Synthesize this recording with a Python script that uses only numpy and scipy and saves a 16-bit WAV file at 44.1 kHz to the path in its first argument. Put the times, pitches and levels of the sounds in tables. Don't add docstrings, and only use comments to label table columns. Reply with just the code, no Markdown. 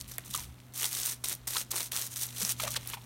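import sys
import numpy as np
from scipy import signal
from scipy.fft import rfft, irfft
from scipy.io import wavfile
from scipy.ndimage import uniform_filter1d

SR = 44100
rng = np.random.default_rng(int(sys.argv[2]) if len(sys.argv) > 2 else 0)


def pcm_store(signal):
    levels = np.round(np.clip(np.atleast_2d(signal), -1, 1) * 32767)
    wavfile.write(sys.argv[1], SR, levels.astype(np.int16).T)


N = 134505
T = np.arange(N) / SR


def from_db(db):
    return 10 ** (np.asarray(db) / 20)


def rms_one(x):
    return x / np.sqrt(np.mean(x ** 2) + 1e-20)


def in_time(rows):
    start_s, *columns = np.transpose(rows)
    return [np.interp(T, start_s, column) for column in columns]


def coloured(x, points):
    size = 2048
    hz, db = np.transpose(points)
    grid_hz = np.maximum(np.arange(size // 2 + 1) * SR / size, 1)
    gain = from_db(np.interp(np.log(grid_hz), np.log(hz), db))
    cepstrum = irfft(np.log(gain))
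    cepstrum[1:size // 2] *= 2
    cepstrum[size // 2 + 1:] = 0
    impulse = irfft(np.exp(rfft(cepstrum)))
    return rms_one(signal.fftconvolve(x, impulse)[:N])


def steadied(x):
    power = np.abs(uniform_filter1d(x ** 2, size=1400))
    return x / np.sqrt(power + 1e-9)


def resonance(x, hz, q):
    peak = signal.iirpeak(hz, q, fs=SR)
    return rms_one(signal.lfilter(*peak, signal.lfilter(*peak, x)))


def ring(clicks, hz, t60_s):
    radius = from_db(-60 / (t60_s * SR))
    angle = 2 * np.pi * hz / SR
    poles = [1, -2 * radius * np.cos(angle), radius ** 2]
    return signal.lfilter([.5, 0, -.5], poles, clicks + 1e-18)


# pitch_hz, relative_db
AIR_COLOUR = [(20,-29),(35,-29),(55,-0.5),(95,-7),(190,-9),(280,-8),(420,-16),(1000,-18.5),(2200,-23.5),(5000,-32.5),(15500,-32.5)]
AIR_DB = -58.5


def air():
    return from_db(AIR_DB) * coloured(rng.standard_normal(N), AIR_COLOUR)


# start_s, level_db
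RUMBLE = [(0,-52),(0.25,-59.5),(0.45,-52.5),(0.65,-69),(1.3,-59.5),(2.2,-68),(2.7,-51),(3.04,-61)]
# pitch_hz, relative_db
RUMBLE_COLOUR = [(15,-23),(32,-7),(55,1),(95,-10),(200,-10),(300,-18.5),(800,-63)]


def rumble():
    level_db, = in_time(RUMBLE)
    return from_db(level_db) * coloured(rng.standard_normal(N), RUMBLE_COLOUR)


# start_s, pitch_hz, level_db (rms of the fundamental)
HUM = [(0,123.2,-54.5),(0.4,123.2,-53),(0.6,123.1,-54.5),(1.33,121.8,-54.5),(1.95,121,-54),(2.45,121.2,-49),(2.8,120.5,-47.5),(3.04,119.5,-54)]
# multiple, relative_db
HUM_PARTIALS = [(1,0),(2,-14)]
HUM_WAVER_DB = 1.0


def hum():
    pitch_hz, level_db = in_time(HUM)
    phase = 2 * np.pi * np.cumsum(pitch_hz) / SR
    out = np.zeros(N)
    for multiple, relative_db in HUM_PARTIALS:
        waver = np.interp(T, np.linspace(0, T[-1], 50), rng.standard_normal(50))
        rms = from_db(level_db + relative_db + HUM_WAVER_DB * waver)
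        out += np.sqrt(2) * rms * np.sin(multiple * phase)
    return out


ECHO_DB, ECHO_ATTACK_S, ECHO_DECAY_S, ECHO_CUTOFF_HZ = -22.5, 0.0044, 0.051, 4050


def garden(x):
    t = T[:SR // 2]
    shape = np.exp(-t / ECHO_DECAY_S) * (1 - np.exp(-t / ECHO_ATTACK_S))
    lowpass = signal.butter(2, ECHO_CUTOFF_HZ, fs=SR, output="sos")
    tail = signal.sosfilt(lowpass, rng.standard_normal(len(t)) * shape)
    tail /= np.sqrt(np.sum(tail ** 2))
    return from_db(ECHO_DB) * signal.fftconvolve(x, tail)[:N]


# start_s, pitch_hz, peak_db, decay_s
PAWS = [(0.285,195,-48,0.021),(0.372,126,-45,0.02),(0.394,75,-51,.025),(0.435,63,-45,0.034),(0.485,76.6,-45.5,.024),(2.411,457,-44.5,0.0088),(2.425,195,-37.5,0.012)]
PAW_ATTACK_S = 0.0041


def paws():
    out = np.zeros(N)
    for start_s, pitch_hz, peak_db, decay_s in PAWS:
        t = np.maximum(T - start_s, 0)
        shape = (1 - np.exp(-t / PAW_ATTACK_S)) ** 2 * np.exp(-t / decay_s)
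        out += from_db(peak_db) * shape / shape.max() * np.sin(2 * np.pi * pitch_hz * t)
    return out


# start_s, hollow_hz, hollow_db, slap_hz, slap_db, decay_s
SPLATS = [(0.1824,693,-43.5,1780,-36.5,0.0032),(0.346,1204,-33.5,2750,-37,0.0048),(0.381,993,-50,3580,-48,0.015),(1.556,1054,-39,1900,-44,.008),(1.565,1320,-35.5,3100,-47,0.0048),(2.5978,1284,-34,2440,-32.5,0.0058),(2.61,1603,-50,4100,-43,0.0098),(2.633,622,-40,2100,-45.5,0.022),(2.659,680,-43,2000,-47,0.018),(2.675,1196,-36,1900,-40.5,0.0066),(2.677,679,-40.5,5100,-33,0.0038),(2.758,1583,-46,1920,-39,0.0066),(2.7626,1180,-41,3470,-27.5,0.0049),(2.772,690,-32,3200,-46,0.0024),(2.934,956,-35.5,2600,-35.5,0.0064),(2.945,1450,-39,3180,-39,0.002),(2.97,960,-45,2170,-52,0.0096)]
SPLAT_ATTACK_S, SPLAT_GRAIN_DB = 0.00075, 4
HOLLOW_Q, SLAP_Q = 1.95, 1.25
HOLLOW_SAG_PER_S, HOLLOW_TONE_SHARE = 2.06, 0.45


def splats():
    out, t = np.zeros(N + SR), T[:SR // 10]
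    for start_s, hollow_hz, hollow_db, slap_hz, slap_db, decay_s in SPLATS:
        shape = (1 - np.exp(-t / SPLAT_ATTACK_S)) * np.exp(-t / decay_s)
        grain = from_db(SPLAT_GRAIN_DB * np.minimum(rng.exponential(1, len(t)), 2))
        burst = shape * rng.standard_normal(len(t)) * grain
        slap = resonance(burst, slap_hz, SLAP_Q)
        gurgle = resonance(burst, hollow_hz, HOLLOW_Q)
        sagging_hz = hollow_hz * np.exp(-HOLLOW_SAG_PER_S * t)
        plop = rms_one(shape * np.sin(2 * np.pi * np.cumsum(sagging_hz) / SR))
        hollow = np.sqrt(HOLLOW_TONE_SHARE) * plop + np.sqrt(1 - HOLLOW_TONE_SHARE) * gurgle
        splat = from_db(slap_db) * slap + from_db(hollow_db) * hollow
        out[int(start_s * SR):][:len(t)] += np.sqrt(decay_s / t[-1]) * splat
    return out[:N]


SCATTER_DECAY_S = 0.00083


def scattered(x, share):
    t = T[:400]
    shower = rng.standard_normal(len(t)) * np.exp(-t / SCATTER_DECAY_S)
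    shower *= share / np.sqrt(np.sum(shower ** 2))
    shower[0] = 1
    return signal.fftconvolve(x, shower)[:len(x)]


# start_s, peak_db (before the trim), pitch_hz
HARD_DROPS = [(0.002,-32,9050),(0.012,-19,6940),(0.079,-32,9800),(0.1825,-12.5,11400),(0.252,-44,9000),(0.3042,-29,8140),(0.313,-24,9200),(0.34,-19.5,4200),(0.3504,-12.5,9200),(0.357,-31,10000),(0.3765,-20,7000),(0.3959,-22.5,6700),(0.602,-39,3630),(0.857,-18,4930),(0.883,-31,9000),(0.9299,-16,7200),(1.0163,-20.5,9000),(1.0333,-17,6010),(1.0678,-13,12000),(1.2429,-16.5,8700),(1.2858,-14,9200),(1.3278,-17.5,8060),(1.5834,-18.5,4500),(1.351,-21.5,13000),(1.9645,-13,6900),(2.0225,-19,6500),(2.169,-23,5960),(2.4,-18,9800),(2.407,-33,5700),(2.4163,-22,6100),(2.4219,-16.5,6000),(2.4308,-15,9000),(2.4502,-11,5500),(2.4988,-17.5,9900),(2.516,-25,7000),(2.638,-22.5,3600),(2.7067,-19,11100),(2.7672,-25,3500),(2.8743,-15.5,11400)]
HARD_TRIM_DB, HARD_CYCLES, HARD_SCATTER_SHARE = 0.5, 3.7, 0.85


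def hard_drops():
    out = np.zeros(N + SR)
    for start_s, peak_db, pitch_hz in HARD_DROPS:
        tone = ring(signal.unit_impulse(1024), pitch_hz, HARD_CYCLES / pitch_hz)
        tick = scattered(tone, HARD_SCATTER_SHARE)
        tick *= from_db(peak_db + HARD_TRIM_DB) / np.abs(tick).max()
        out[int(start_s * SR):][:len(tick)] += tick
    return out[:N]


DROP_SCATTER_SHARE = 0.93


def drops(per_s, spread_db, cycles, low_hz, high_hz, count=24):
    sizes = from_db(spread_db * np.minimum(rng.exponential(1, N), 3.5))
    signs = rng.choice([-1, 1], N)
    clicks = sizes * signs * (rng.random(N) < per_s / SR)
    dealt = rng.integers(0, count, N)
    out = np.zeros(N)
    for k, hz in enumerate(np.geomspace(low_hz, high_hz, count)):
        tones = ring(clicks * (dealt == k), hz, cycles / hz)
        out += hz * scattered(tones, DROP_SCATTER_SHARE)
    return out


CLUMPS_PER_S, CLUMP_DB, CLUMP_POWER_DECAY_S = 220, 9.0, 0.0009


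def clumps():
    beads = (rng.random(N) < CLUMPS_PER_S / SR) * rng.uniform(0, 2, N)
    decay = np.exp(-1 / (CLUMP_POWER_DECAY_S * SR))
    power = signal.lfilter([1], [1, -decay], beads + 1e-18)
    return rms_one(np.sqrt(1 + from_db(CLUMP_DB) ** 2 * power))


# start_s, level_db (before the trims)
SPRAY = [
    [(0,-51),(0.02,-46),(0.03,-60),(0.045,-58),(0.076,-62)],
    [(0.08,-48),(0.118,-47.5),(0.15,-51),(0.175,-59),(0.195,-55),(0.244,-64)],
    [(0.248,-47.5),(0.288,-54),(0.32,-46.5),(0.35,-36),(0.39,-43.5),(0.41,-42.5),(0.46,-55),(0.52,-67.5),(0.735,-68)],
    [(0.738,-49.5),(0.785,-36),(0.855,-32),(0.9,-41.5),(0.93,-36),(1.07,-33.5),(1.13,-37.5),(1.18,-63),(1.237,-66)],
    [(1.24,-31),(1.27,-41.5),(1.29,-35),(1.33,-36.5),(1.35,-49.5),(1.375,-59),(1.41,-70),(1.469,-65)],
    [(1.472,-32),(1.48,-34),(1.49,-39),(1.585,-33),(1.622,-37.5),(1.64,-54),(1.66,-62),(1.704,-68)],
    [(1.707,-37.5),(1.713,-30),(1.731,-40.5),(1.747,-38),(1.77,-33),(1.872,-41.5),(1.895,-60),(1.914,-68)],
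    [(1.916,-37),(2.02,-35),(2.075,-41.5),(2.095,-56.5),(2.12,-41),(2.155,-48.5)],
    [(2.162,-35),(2.18,-40.5),(2.235,-32),(2.27,-45.5),(2.32,-51),(2.39,-38),(2.42,-34),(2.48,-36),(2.515,-30),(2.56,-60.5),(2.595,-41)],
    [(2.6,-39.5),(2.635,-35.5),(2.667,-45.5),(2.678,-37.5),(2.697,-45.5),(2.715,-35.5),(2.755,-46.5),(2.767,-34),(2.785,-55),(2.83,-51)],
    [(2.868,-50),(2.893,-38),(2.91,-47.5),(2.948,-41.5),(2.962,-59),(3.04,-59.5)],
]
# start_s, level_db (before the trim)
PATTER = [
    [(0,-57.5),(0.07,-59.5),(0.12,-57),(0.24,-58.5),(0.32,-60.5),(0.35,-51.5),(0.43,-52.5),(0.5,-65.5),(0.735,-68)],
    [(0.74,-60),(0.845,-35.5),(0.9,-64),(0.925,-47.5),(1.0,-44.5),(1.037,-47.5),(1.13,-49.5),(1.19,-75),(1.237,-70)],
    [(1.24,-36),(1.265,-53.5),(1.323,-40.5),(1.37,-73),(1.469,-61)],
    [(1.474,-43),(1.49,-53),(1.55,-39),(1.567,-37),(1.6,-55),(1.615,-43),(1.655,-100),(1.704,-76)],
    [(1.708,-56),(1.728,-36),(1.77,-44),(1.8,-42.5),(1.817,-38),(1.84,-63),(1.9,-71),(1.914,-70)],
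    [(1.917,-44.5),(1.995,-41),(2.105,-63),(2.22,-57),(2.31,-54.5),(2.42,-46.5),(2.507,-47),(2.557,-62),(2.595,-51)],
    [(2.605,-41.5),(2.68,-44),(2.7,-53.5),(2.75,-44),(2.79,-54),(2.85,-52.5),(2.9,-45.5),(2.945,-46),(2.965,-65),(3.04,-59)],
]
# pitch_hz, relative_db
FINE_COLOUR = [(250,-15),(1000,-6),(2500,-14),(3700,-1),(4900,-5),(5900,3.5),(7300,-1.5),(9000,2),(10300,-4.5),(11700,-1.5),(15500,-3.5)]
FAT_COLOUR = [(200,-17),(350,1.5),(480,-7.5),(750,-3),(1150,0),(1550,-1),(2000,2),(3200,1.5),(5000,-4),(9000,-20.5)]
MIST_COLOUR = [(250,-19.5),(1000,-6),(3000,-2),(6000,-3),(9000,1),(12000,1.5),(15500,-7)]
FINE_TRIM_DB, FAT_TRIM_DB, MIST_TRIM_DB = -1, -1, -5.5


def spatter():
    spray_db, = in_time(np.vstack(SPRAY))
    patter_db, = in_time(np.vstack(PATTER))
    fine = drops(per_s=3600, spread_db=3, cycles=3.3, low_hz=3000, high_hz=15500)
    fine = steadied(coloured(fine, FINE_COLOUR))
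    fat = drops(per_s=1600, spread_db=4, cycles=7.8, low_hz=342, high_hz=4500)
    fat = steadied(coloured(fat, FAT_COLOUR))
    mist = coloured(rng.standard_normal(N), MIST_COLOUR)
    landing = from_db(spray_db + FINE_TRIM_DB) * fine + from_db(patter_db + FAT_TRIM_DB) * fat
    return clumps() * landing + from_db(spray_db + MIST_TRIM_DB) * mist


def scene():
    water = spatter() + hard_drops() + splats()
    background = air() + rumble() + hum()
    return (background + paws() + water + garden(water))[None]


CUTOFF_HZ = 15900


def record(dry):
    highpass = signal.butter(2, 27, "high", fs=SR, output="sos")
    lowpass = signal.ellip(10, .2, 80, CUTOFF_HZ, fs=SR, output="sos")
    return signal.sosfilt(lowpass, signal.sosfilt(highpass, dry))


dry = scene()
out = record(dry)
pcm_store(out)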